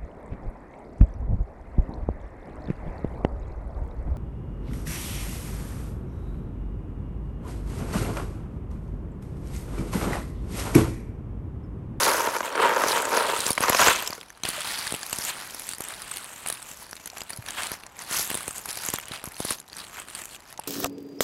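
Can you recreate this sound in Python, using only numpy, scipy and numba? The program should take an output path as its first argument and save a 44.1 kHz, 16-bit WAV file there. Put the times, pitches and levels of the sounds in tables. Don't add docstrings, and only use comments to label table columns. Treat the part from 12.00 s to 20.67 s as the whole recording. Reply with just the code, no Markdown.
import sys
import numpy as np
from scipy import signal
from scipy.io import wavfile
from scipy.ndimage import uniform_filter1d
from numba import njit

SR = 44100
rng = np.random.default_rng(int(sys.argv[2]) if len(sys.argv) > 2 else 0)


def field_ratio(decibels):
    return 10 ** (np.asarray(decibels, dtype=float) / 20)


def to_wav(sig):
    pcm = np.clip(np.atleast_2d(sig), -1, 1) * 32767
    pcm = np.round(pcm).astype(np.int16)
    wavfile.write(sys.argv[1], SR, pcm.T)


N = 382523
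T = np.arange(N) / SR
PATCH_HZ = np.interp(T, np.arange(0, 9, .08), np.cumsum(rng.normal(0, 1500, 113)))

# crest in seconds, rise in seconds, fall in seconds, clatter in dB, bucket boom in dB.
SURGES = [(.045, 0.99, 0.5, -23, -24), (.135, 0.32, 0.22, -49, -26), (.274, 0.16, 0.079, -35, -25.5),
          (.354, 0.069, 0.044, -34, -24.5), (0.454, 0.026, 0.1, -34, -33), (0.642, 0.21, 0.42, -33.5, -20),
          (.8, 0.14, 0.37, -34, -28.5), (.9, 0.17, 0.26, -28, -28.5), (.978, 0.28, 0.11, -29, -26.5),
          (1.177, 0.25, 0.17, -28, -22.5), (1.292, 0.22, 0.21, -33.5, -26), (1.4, 0.4, 0.34, -31, -36),
          (1.482, 0.081, 0.1, -27, -37), (1.627, 0.058, 0.24, -30, -22.5), (1.811, 0.13, 0.2, -21.5, -18.5),
          (1.887, 0.32, 0.15, -19.5, -19.5), (1.99, 0.12, 0.34, -33.5, -35.5)]
# start in seconds, peak in dB, stone pitch in Hz, dull part relative in dB.
RAKED = [(2.4346, -13, 6270, -9), (2.4517, -12.5, 2800, -5.5), (2.4878, -12, 9900, -29),
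         (2.7884, -19, 9000, -11), (2.869, -16.5, 2600, 0), (2.9227, -16, 9500, -20.5),
         (2.9398, -18.5, 10200, -17), (2.947, -15.5, 3120, -15), (3.012, -29, 7950, -13),
         (3.064, -22.5, 9900, -26), (3.1279, -10.5, 8400, -13), (3.1856, -13, 8600, -26),
         (3.546, -21, 9700, -7.5), (3.69, -17, 8800, -22), (3.806, -17.5, 9800, -10),
         (3.839, -22, 10500, -20), (3.885, -21.5, 9900, -24), (4.1132, -22.5, 8600, -9),
         (4.4612, -20, 2740, 11), (4.472, -19, 9800, -20), (4.485, -17.5, 10200, -19),
         (4.5008, -21, 10300, 2), (4.525, -15.5, 10700, -16), (4.93, -25, 5400, -1),
         (4.966, -25.5, 3900, -4), (5.058, -21.5, 9550, -7), (5.1, -26, 4340, -15), (5.169, -29.5, 2800, 2),
         (5.2173, -22, 4700, 2), (5.304, -20, 10900, 2), (5.332, -24, 4580, 6)]
# start in seconds, peak in dB, stone pitch in Hz, dull part relative in dB.
PATTED = [(5.4858, -19.5, 5750, -14), (5.588, -22.5, 2090, 3), (5.7171, -19, 11500, -6),
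          (5.8353, -30, 2800, 16), (5.8647, -27.5, 7040, -1.5), (5.991, -26.5, 7500, -6),
          (6.302, -16, 13000, 1), (6.3433, -16.5, 8750, 1), (6.4786, -18.5, 9900, -4.5),
          (6.657, -22, 9500, -4), (6.712, -22, 6200, -22), (6.773, -20, 11500, 1),
          (6.9372, -10.5, 11800, -13), (6.985, -20.5, 12300, -1), (7.1186, -24, 3250, 1),
          (7.24, -21, 12100, 2), (7.2556, -24, 8650, -7), (7.366, -26.5, 2750, -12),
          (7.402, -18, 11100, -27), (7.451, -17.5, 10600, -10), (7.5059, -13.5, 10470, -0.5),
          (7.522, -16.5, 7950, -17), (7.6, -25.5, 8750, -14), (7.6984, -35, 4120, -16),
          (7.73, -26.5, 4800, -10), (8.1499, -21, 9300, -8), (8.5265, -28, 10400, -7),
          (8.576, -26.5, 6350, -12), (8.596, -24, 9900, -16), (8.6367, -31.5, 7700, -7)]
# start in seconds, peak in dB.
NUDGED = [(2.963, -23), (3.0305, -20.5), (3.5957, -22.5), (3.7135, -23), (3.7341, -20.5), (3.7835, -28),
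          (3.85, -26), (4.019, -25.5), (4.138, -25), (4.164, -28), (4.318, -37), (4.6267, -28.5),
          (4.9107, -28), (4.9537, -28), (5.074, -23), (5.1818, -25), (5.2954, -26.5), (5.362, -27.5),
          (5.373, -26), (5.633, -18), (6.3732, -18.5), (6.581, -21.5), (6.8863, -13.5), (6.9015, -15.5),
          (7.083, -23), (7.136, -26), (7.7668, -25.5), (7.802, -43), (7.999, -24.5), (8.217, -24)]


def level(x, db):
    return x * field_ratio(db) / np.sqrt(np.mean(x ** 2))


def high(x, hz):
    return signal.sosfilt(signal.butter(4, hz, "high", fs=SR, output="sos"), x)


def colour_db(table, hz):
    table_hz, table_db = np.transpose(table)
    return np.interp(np.log(hz), np.log(table_hz), table_db)


@njit
def ring(start, hz, t60, size):
    out = np.zeros(N)
    for k in range(len(start)):
        turn = np.exp((2j * np.pi * hz[k] - np.log(1000) / t60[k]) / SR)
        z = size[k] + 0j
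        i0 = int(start[k] * SR)
        for i in range(i0, min(N, i0 + int(t60[k] * SR))):
            out[i] += z.imag
            z *= turn
    return out


@njit
def svf(x, hz, width):
    y, band, low = np.empty(len(x)), 0., 0.
    g, k = np.tan(np.pi * hz / SR), width / hz
    for i in range(len(x)):
        v = (band + g * (x[i] - low)) / (1 + g * (g + k))
        band, low, y[i] = 2 * v - band, low + 2 * g * v, k * v
    return y


def clicks(s, db):
    x = np.zeros(N)
    at = np.minimum(s * SR, N - 1).astype(int)
    np.add.at(x, at, field_ratio(db) * rng.choice([-1, 1], len(s)))
    return x


def crowd(count, spread_db):
    u = rng.random((count, 2))
    return u[:, 0] * N / SR, -spread_db * np.log(1.01 - u[:, 1])


def motion(moves, db):
    span_db, roundness = 27.5, 1.066
    power = 0
    for (crest, rise, fall), top_db in zip(np.array(moves)[:, :3], db):
        away = np.maximum((crest - T) / rise, (T - crest) / fall)
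        power = power + field_ratio(top_db - span_db * away ** roundness) ** 2
    return np.sqrt(power)


def collide(s, db, lo_hz, hi_hz, t60, smear, count, near_hz=None):
    # frequency in Hz, level in dB per Hz.
    stone_spectrum = [(500, 1), (800, 0), (1400, 2), (3000, -3.5), (4300, 0), (6000, -3.5), (8400, -5),
                      (11800, -5.5), (13200, -16.5), (16000, -34)]
    # time in seconds, middle over top ring in dB.
    chip_size = [(0.0, -2.5), (0.6, -0.5), (1.5, -2.5), (1.8, 4), (2.1, 0.5), (2.4, 0), (3.1, -3),
                 (4.6, -6.5), (5.2, 1), (5.3, -5.5), (5.9, -0.5), (6.15, -4), (6.5, -10), (7.1, 1.5),
                 (7.4, -5.5), (7.7, 0.5), (8.2, -6), (8.5, 1.5)]
    focus_db, far_db = 22, 5.5
    u = rng.random((len(s), count, 5))
    hz = lo_hz + (hi_hz - lo_hz) * u[..., 0]
    life = t60 * np.exp(3.04 * (u[..., 1] - .5))
    big_db = np.interp(s, *np.transpose(chip_size))[:, None] + 0.5
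    tilt_db = .5 * big_db * np.tanh((6500 - hz) / 900) * (hz > 2500)
    patch_hz = PATCH_HZ[(s * SR).astype(int) % N][:, None]
    patch_db = 4.2 * np.cos((hz - patch_hz) / 854.0) * (hz > 2500)
    if near_hz is not None:
        patch_db = patch_db - np.minimum(focus_db * np.log2(hz / near_hz[:, None]) ** 2, far_db)
    mode_db = db[:, None] + colour_db(stone_spectrum, hz) + tilt_db + patch_db - 4.25 * u[..., 2]
    size = field_ratio(mode_db) * np.sign(u[..., 3] - .5)
    start = s[:, None] + np.reshape(smear, (-1, 1)) * u[..., 4] ** 1.7
    return ring(start.ravel(), hz.ravel(), life.ravel(), size.ravel())


def bucket(push):
    # frequency in Hz, width in Hz, level in dB.
    wall_modes = [(326, 340, -10), (451, 104, 0), (610, 186, -7.5), (950, 67, 2.5), (1420, 620, -6)]
    upright_s = 1.54
    soft = svf(push, 706.0, 1240.0)
    upright = T > upright_s
    gone = np.clip(T / upright_s, 0, 1)
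    states = ((0.97, 1 - gone, 1.),
              (0.993, gone * ~upright, 1.),
              (1.01, upright, 1.97))
    out = 0
    for k, (hz, width_hz, db) in enumerate(wall_modes):
        for tune, share, damp in states:
            gain = (-1) ** k * field_ratio(db) / np.sqrt(damp)
            out = out + gain * svf(soft * np.sqrt(share), tune * hz, damp * width_hz)
    return out


def pour():
    # start in seconds, peak in dB.
    wall_knocks = [(0.052, -17), (0.114, -14), (0.144, -12), (0.181, -14.5), (0.203, -18), (0.364, -13.5),
                   (0.406, -11), (0.553, -13), (0.628, -9), (0.735, -17), (0.762, -11), (0.816, -16),
                   (0.837, -6), (0.928, -19), (0.963, -15), (1.053, -16), (1.122, -15), (1.142, -25),
                   (1.165, -26), (1.333, -15), (1.578, -8), (1.605, -25), (1.6365, -4.5), (1.683, -3.5),
                   (1.698, -8), (1.723, -7.5), (1.747, -3.5), (1.795, -1.5), (1.816, -11), (1.864, -6),
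                   (2.127, -17)]
    boom_db = np.transpose(SURGES)[4]
    drum = level(bucket(clicks(*crowd(count=4000, spread_db=2.5))), -1.73) * motion(SURGES, boom_db)
    s, db = np.transpose(wall_knocks)
    knocks = field_ratio(29.5) * bucket(clicks(s, db) + clicks(s + 0.002244, db - 4.0))
    stone = collide(s, db - 18.0, lo_hz=1500, hi_hz=9000, t60=0.0082, smear=0.005, count=12)
    return high(drum + knocks, 180.0) + stone


def tumble():
    # start in seconds, peak in dB, wall pitch in Hz.
    wall_notes = [(0.073, -16, 1360), (0.079, -8.5, 924), (0.206, -13, 1030), (0.2859, -16, 600),
                  (0.3175, -23, 560), (0.335, -16, 950), (0.35, -19, 1012), (0.4165, -25, 905),
                  (0.4295, -14.5, 1010), (0.4376, -21, 520), (0.4766, -20.5, 644), (0.621, -17, 990),
                  (0.63, -17, 1000), (0.7042, -15, 1580), (0.826, -16, 940), (1.071, -16, 553),
                  (1.1805, -17, 647), (1.2226, -23, 1030), (1.284, -14, 615), (1.3366, -21, 1250),
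                  (1.363, -16.5, 1310), (1.437, -16, 1420), (1.476, -19, 1220), (1.493, -15, 1170),
                  (1.5777, -6, 2150), (1.6432, -8, 1252), (1.73, -8, 1020), (1.816, -2, 1400),
                  (1.829, -9, 1630), (1.872, -6, 444), (1.883, 1, 1510), (1.9088, -8.5, 1120),
                  (1.9473, -19, 1310), (1.9861, -24, 950), (2.011, -25, 1030), (2.0367, -34, 1070),
                  (2.074, -26, 1010), (2.179, -29, 1370)]
    s, db, hz = np.transpose(wall_notes)
    t60_s = 0.039 * (900 / hz) ** 0.62
    first = ring(s, hz, t60_s, field_ratio(db - 8.0))
    second = ring(s + 0.00313, 1.017 * hz, t60_s, field_ratio(db - 18.5))
    rattle = collide(s, db - 14.0, lo_hz=790, hi_hz=3580, t60=0.01, smear=0.0062, count=8)
    return first + second + rattle


def stir():
    # crest in seconds, rise in seconds, fall in seconds,
    # clatter in dB, grinding relative in dB.
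    rake_moves = [(2.454, 0.028, 1.46, -34.5, -1), (2.7, 0.27, 0.46, -32, -3.5), (2.86, 0.2, 0.24, -38, -3),
                  (3.04, 0.14, 0.22, -60, 1), (3.18, 0.43, 0.2, -39, -8), (3.298, 0.3, 0.053, -30, -4.5),
                  (3.4, 1, 0.4, -42.5, 2.5), (3.6, 0.79, 0.35, -42, -7.5), (3.717, 0.43, 0.061, -38.5, -9),
                  (3.9, 0.41, 0.74, -42, 0.5), (4.16, 0.6, 1.2, -41.5, -1.5), (4.485, 0.13, 0.25, -39, 0),
                  (4.7, 0.19, 0.39, -42, -7), (4.826, 0.13, 0.11, -43, -4), (5.068, 0.5, 0.18, -48, -2),
                  (5.173, 0.14, 0.34, -46, 0), (5.308, 0.092, 0.24, -44.5, -0.5)]
    # crest in seconds, rise in seconds,
    # fall in seconds, clatter in dB, grinding relative in dB.
    palm_moves = [(5.493, 0.11, 0.065, -41.5, 4), (5.585, 0.046, .1, -38, 6), (5.63, 0.31, 0.24, -35, 0.5),
                  (5.74, 0.15, 0.058, -38.5, 0), (6.007, 0.08, 0.16, -40, 1),
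                  (6.13, 0.088, 0.2, -27.5, -3.5), (6.175, 0.11, 0.24, -25.5, -11),
                  (6.361, 0.45, 0.78, -38.5, -1), (6.555, 0.012, 0.12, -36, -7.5),
                  (6.695, 0.058, 0.056, -33.5, -2.5), (6.864, 0.33, 0.2, -32.5, -4),
                  (6.935, 0.018, 0.093, -32, -4), (7.037, .05, 0.012, -40, 0.5),
                  (7.149, 0.15, 0.1, -38, 2.5), (7.27, 0.15, 0.25, -49.5, 6.5),
                  (7.42, 0.28, 0.19, -41, -4.5), (7.513, 0.16, 0.084, -27.5, -7),
                  (7.787, 0.14, 0.25, -40, -1.5), (7.987, 0.17, 0.1, -40.5, 2.5),
                  (8.201, 0.35, 0.14, -39.5, -1), (8.36, 0.43, 0.022, -42, -9),
                  (8.496, 0.12, 0.13, -46.5, -2.5), (8.67, 0.043, .1, -50.5, 5)]
    boom_share, rest_db = 0.67, -62.5
    lip, hand = np.transpose(SURGES), np.transpose(rake_moves + palm_moves)
    lip_grind_db = (1 - boom_share) * lip[3] + boom_share * lip[4] - 3
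    moves = SURGES + rake_moves + palm_moves
    clattering = motion(moves, np.r_[lip[3], hand[3]])
    grinding = motion(moves, np.r_[lip_grind_db, hand[3] + hand[4]])
    return np.hypot(clattering, field_ratio(rest_db)), np.hypot(grinding, field_ratio(rest_db + 4.5))


def clatter():
    s, db = crowd(count=30000, spread_db=1.5)
    scrape = collide(s, db, lo_hz=2365, hi_hz=16000, t60=0.0013, smear=.001, count=2)
    grind = collide(s, db, lo_hz=600, hi_hz=3310, t60=0.0034, smear=0.001994, count=1)
    s, db = crowd(count=1000, spread_db=3.0)
    own_hz = rng.uniform(3000, 13000, len(s))
    ticks = collide(s, db, lo_hz=2665, hi_hz=15860, t60=0.006, smear=.0014, count=18, near_hz=own_hz)
    clacks = collide(s, db, lo_hz=600, hi_hz=3140, t60=0.0022, smear=0.00205, count=5)
    soil = svf(clicks(*crowd(count=5000, spread_db=3.5)), 164.0, 620.0)
    clattering, grinding = stir()
    drag = np.minimum(clattering / field_ratio(-49), 3.5) ** 0.27
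    spread_s, loose_db = 6.25, 1.5
    drag = drag / field_ratio(loose_db * (T > spread_s))
    bright = drag * level(scrape, -4.0) + level(ticks, -4.5) / drag
    dull = high(drag * level(grind, -4.) + level(clacks, -5.5) / drag, 666.0)
    return clattering * bright + grinding * dull + grinding ** 0.38 * level(soil, -36.5)


def chips():
    # start in seconds, peak in dB, stone pitch in Hz, dull part relative in dB.
    heap_drops = [(1.404, -12, 8300, -22), (1.465, -8, 7600, -20), (1.5047, -8.5, 10100, -24),
                  (1.5159, -15, 9900, -14), (1.5303, -15, 8850, -20), (1.579, -16.5, 2330, 9.5),
                  (1.6955, -4.5, 11600, -2), (1.7475, -9, 2350, 3), (2.0244, -17.5, 12500, -3),
                  (2.075, -12, 5400, -32), (2.105, -18, 4780, -13), (2.131, -21.5, 4570, -19),
                  (2.2034, -37, 7400, -18), (2.212, -25.5, 3420, -8), (2.2306, -35.5, 2200, 6)]
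    # start in seconds, peak
    # in dB, stone pitch in Hz.
    chip_ticks = [(0.0327, -5, 6000), (0.384, -23, 7320), (0.4393, -25, 9900), (0.5252, -22.5, 5700),
                  (0.6, -23, 3080), (0.6083, -24, 2820), (0.6202, -15, 2690), (0.731, -32, 11500),
                  (0.883, -11, 6100), (0.9104, -14, 2800), (1.021, -14, 11000), (1.0523, -15, 8340),
                  (1.129, -18, 5600), (1.168, -12, 6540), (1.347, -24, 3530), (1.3624, -14.5, 3470),
                  (1.3898, -21, 11300), (1.457, -21, 6610), (1.48, -14, 8400), (1.606, -12, 9050),
                  (1.615, -14, 2700), (1.68, -17.5, 4820), (1.73, -9.5, 2950), (1.959, -11.5, 6300),
                  (2.046, -30, 5710), (2.0622, -19.5, 4970), (2.303, -25.5, 1762), (2.374, -33.5, 1300),
                  (2.5015, -15, 10600), (2.563, -21, 11280), (2.6055, -17.5, 10200),
                  (2.6164, -17.5, 2770), (2.713, -24, 4130), (2.7557, -19.5, 3500), (2.8755, -17, 4380),
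                  (2.9065, -18, 9730), (3.0959, -21.5, 10790), (3.1074, -23, 7800), (3.16, -18, 8500),
                  (3.238, -13, 9600), (3.25, -14.5, 7800), (3.3, -19, 4170), (3.4986, -24, 3140),
                  (3.507, -25, 7740), (3.6676, -25, 11520), (3.723, -24.5, 7360), (3.748, -26, 7240),
                  (3.82, -22, 8800), (3.9386, -24, 3940), (4.0198, -26, 7500), (4.0416, -33, 9840),
                  (4.078, -29, 9500), (4.1125, -28, 2530), (4.1608, -21, 10190), (4.1696, -16.5, 10900),
                  (4.2435, -25, 10800),
                  (4.4999, -13, 10200), (4.5395, -28, 9840), (4.572, -26.5, 2680), (4.6016, -35, 9670),
                  (4.626, -26.5, 5470), (4.714, -24, 8030), (4.772, -28, 12200), (5.1334, -38, 7540),
                  (5.172, -22, 2610), (5.206, -19, 2900), (5.2347, -31, 11460), (5.4625, -21, 2520),
                  (5.506, -17.5, 6650), (5.6048, -24, 2840), (5.6687, -18, 7620), (5.732, -26, 6460),
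                  (6.02, -24, 9300), (6.111, -19, 7400), (6.2107, -17.5, 5860), (6.3134, -17, 2800),
                  (6.351, -15.5, 9390), (6.4906, -22, 8960), (6.613, -30, 12830), (6.689, -21.5, 7000),
                  (6.706, -20, 7460), (6.7284, -20, 7920), (6.755, -20, 9690), (6.8502, -16.5, 7300),
                  (6.8619, -16.5, 12000), (6.959, -17, 7350), (6.999, -21, 2950), (7.011, -28.5, 9840),
                  (7.0378, -37, 3640), (7.055, -24.5, 8140), (7.23, -35, 4050), (7.265, -26.5, 11330),
                  (7.2852, -26.5, 11500), (7.343, -29, 4780), (7.355, -32, 6100), (7.4272, -22, 6330),
                  (7.449, -15.5, 11300), (7.5851, -28, 6010), (7.6793, -34, 3850), (7.784, -23.5, 10300),
                  (7.8026, -26, 3940), (7.8483, -31, 10500), (8.1, -29, 9800), (8.178, -29, 8510),
                  (8.247, -30, 11110), (8.255, -21.5, 9000), (8.3306, -32, 8720), (8.355, -30, 7100),
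                  (8.362, -27.5, 2900), (8.3971, -43, 9500), (8.404, -36.5, 9600), (8.615, -38, 2670)]
    s, db = np.transpose(NUDGED)
    small = np.c_[s, db, rng.uniform(6950, 11800, len(s)), np.full(len(s), -9)]
    s, db, hz = np.transpose(chip_ticks)
    ticks = np.c_[s, db - 2, hz, np.full(len(s), -12.)]
    return np.r_[heap_drops + RAKED + PATTED, small, ticks].T


def clinks():
    s, db, hz, dull_db = chips()
    rattle_s = 0.0028 * field_ratio(0.47 * (db + 14.0))
    snap = ring(s + 0.00024, 0.63 * hz, np.full(len(s), .0006), -field_ratio(db - 3.5))
    note_t60_s = 0.01 * np.exp(0.22 * rng.standard_normal(len(s)))
    note = ring(s + 0.00052, hz, note_t60_s, field_ratio(db - 5.0))
    crack = collide(s, db - 4.5, lo_hz=2500, hi_hz=15750, t60=0.005, smear=rattle_s, count=24, near_hz=hz)
    dull_db = db + np.minimum(dull_db, 1) - 4.0
    dull = collide(s, dull_db, lo_hz=726, hi_hz=2800, t60=0.0024, smear=0.712 * rattle_s, count=9)
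    return snap + note + crack + dull


def thuds():
    # start in seconds, peak in dB.
    air_pops = [(0.862, -24), (1.3913, -28), (1.4655, -24), (1.5063, -16.5), (1.606, -18.5), (1.7, -13.5),
                (1.825, -22), (2.1017, -28), (2.4365, -33), (2.45, -27), (2.488, -26.5), (2.9236, -24),
                (2.941, -23.5), (3.129, -34), (3.1875, -28), (3.8051, -25.5), (5.717, -28.5), (6.1126, -30),
                (6.1956, -29), (6.314, -25.5), (6.3522, -24.5), (6.481, -24.5), (6.685, -34), (6.888, -25),
                (6.939, -20), (7.241, -26.5), (7.4036, -19.5), (7.4503, -22), (7.509, -23.5)]
    # start in seconds, peak in dB, pitch in Hz, t60 in seconds.
    soft_bumps = [(2.18, -35, 450, 0.04), (2.58, -29, 600, 0.068), (4.823, -34.5, 970, 0.025),
                  (5.131, -35, 720, 0.029), (5.387, -22, 112, 0.059), (7.112, -13, 114, 0.0072),
                  (7.274, -15, 105, 0.011), (8.5922, -20, 880, 0.018)]
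    press_db = -23
    t = np.arange(-200, 800) / SR
    suck = np.exp(-.5 * (t / 0.00016) ** 2)
    late = t - .00045
    onset = 1.58 / (1 + np.exp(-late / 0.00004))
    puff = onset * np.exp(-np.abs(late) / 0.0012) * np.cos(2 * np.pi * 130 * late)
    hits = np.zeros(N)
    s, db = np.transpose(air_pops)
    hits[(s * SR).astype(int)] = field_ratio(db)
    s, db = np.transpose([row[:2] for row in RAKED + PATTED + NUDGED])
    hits[((s + .001) * SR).astype(int)] = field_ratio(db + press_db)
    pops = signal.fftconvolve(hits, puff - suck)[200:N + 200]
    s, db, hz, t60 = np.transpose(soft_bumps)
    return pops + svf(ring(s, hz, t60, field_ratio(db)), 560.0, 2500.)


def garden():
    # frequency in Hz, level in dB per Hz.
    air_spectrum = [(15, -48), (25, 22), (416, -3), (545, -19), (677, 19.5), (1520, -7), (1900, -13),
                    (11000, -95), (16000, -46)]
    out, hold = 0, SR // 6
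    for hz in 28 * 2 ** np.arange(0, 9.2, .5):
        waver = uniform_filter1d(np.repeat(rng.standard_normal(N // hold + 1), hold), hold)[:N]
        band = svf(rng.standard_normal(N), hz, hz / 3)
        out = out + field_ratio(colour_db(air_spectrum, hz) + 3.5 * waver) * band
    return level(out, -56.5)


def scene():
    stone = clatter() + clinks()
    dip_hz, dip_width_hz, dip_share = 5360, 1450, 0.16
    stone = stone - dip_share * svf(stone, dip_hz, dip_width_hz)
    return (stone + pour() + tumble() + thuds() + garden())[None]


def top_cut(x):
    return signal.sosfilt(signal.butter(12, 16460, fs=SR, output="sos"), x)


def record(dry):
    firm = signal.sosfilt(signal.butter(2, 45, "high", fs=SR, output="sos"), dry)
    rounded = .6 * np.tanh(firm / .6)
    cut = signal.sosfilt(signal.ellip(12, .3, 60, 15800, fs=SR, output="sos"), rounded)
    return top_cut(cut)


dry = scene()
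out = record(dry)
to_wav(out)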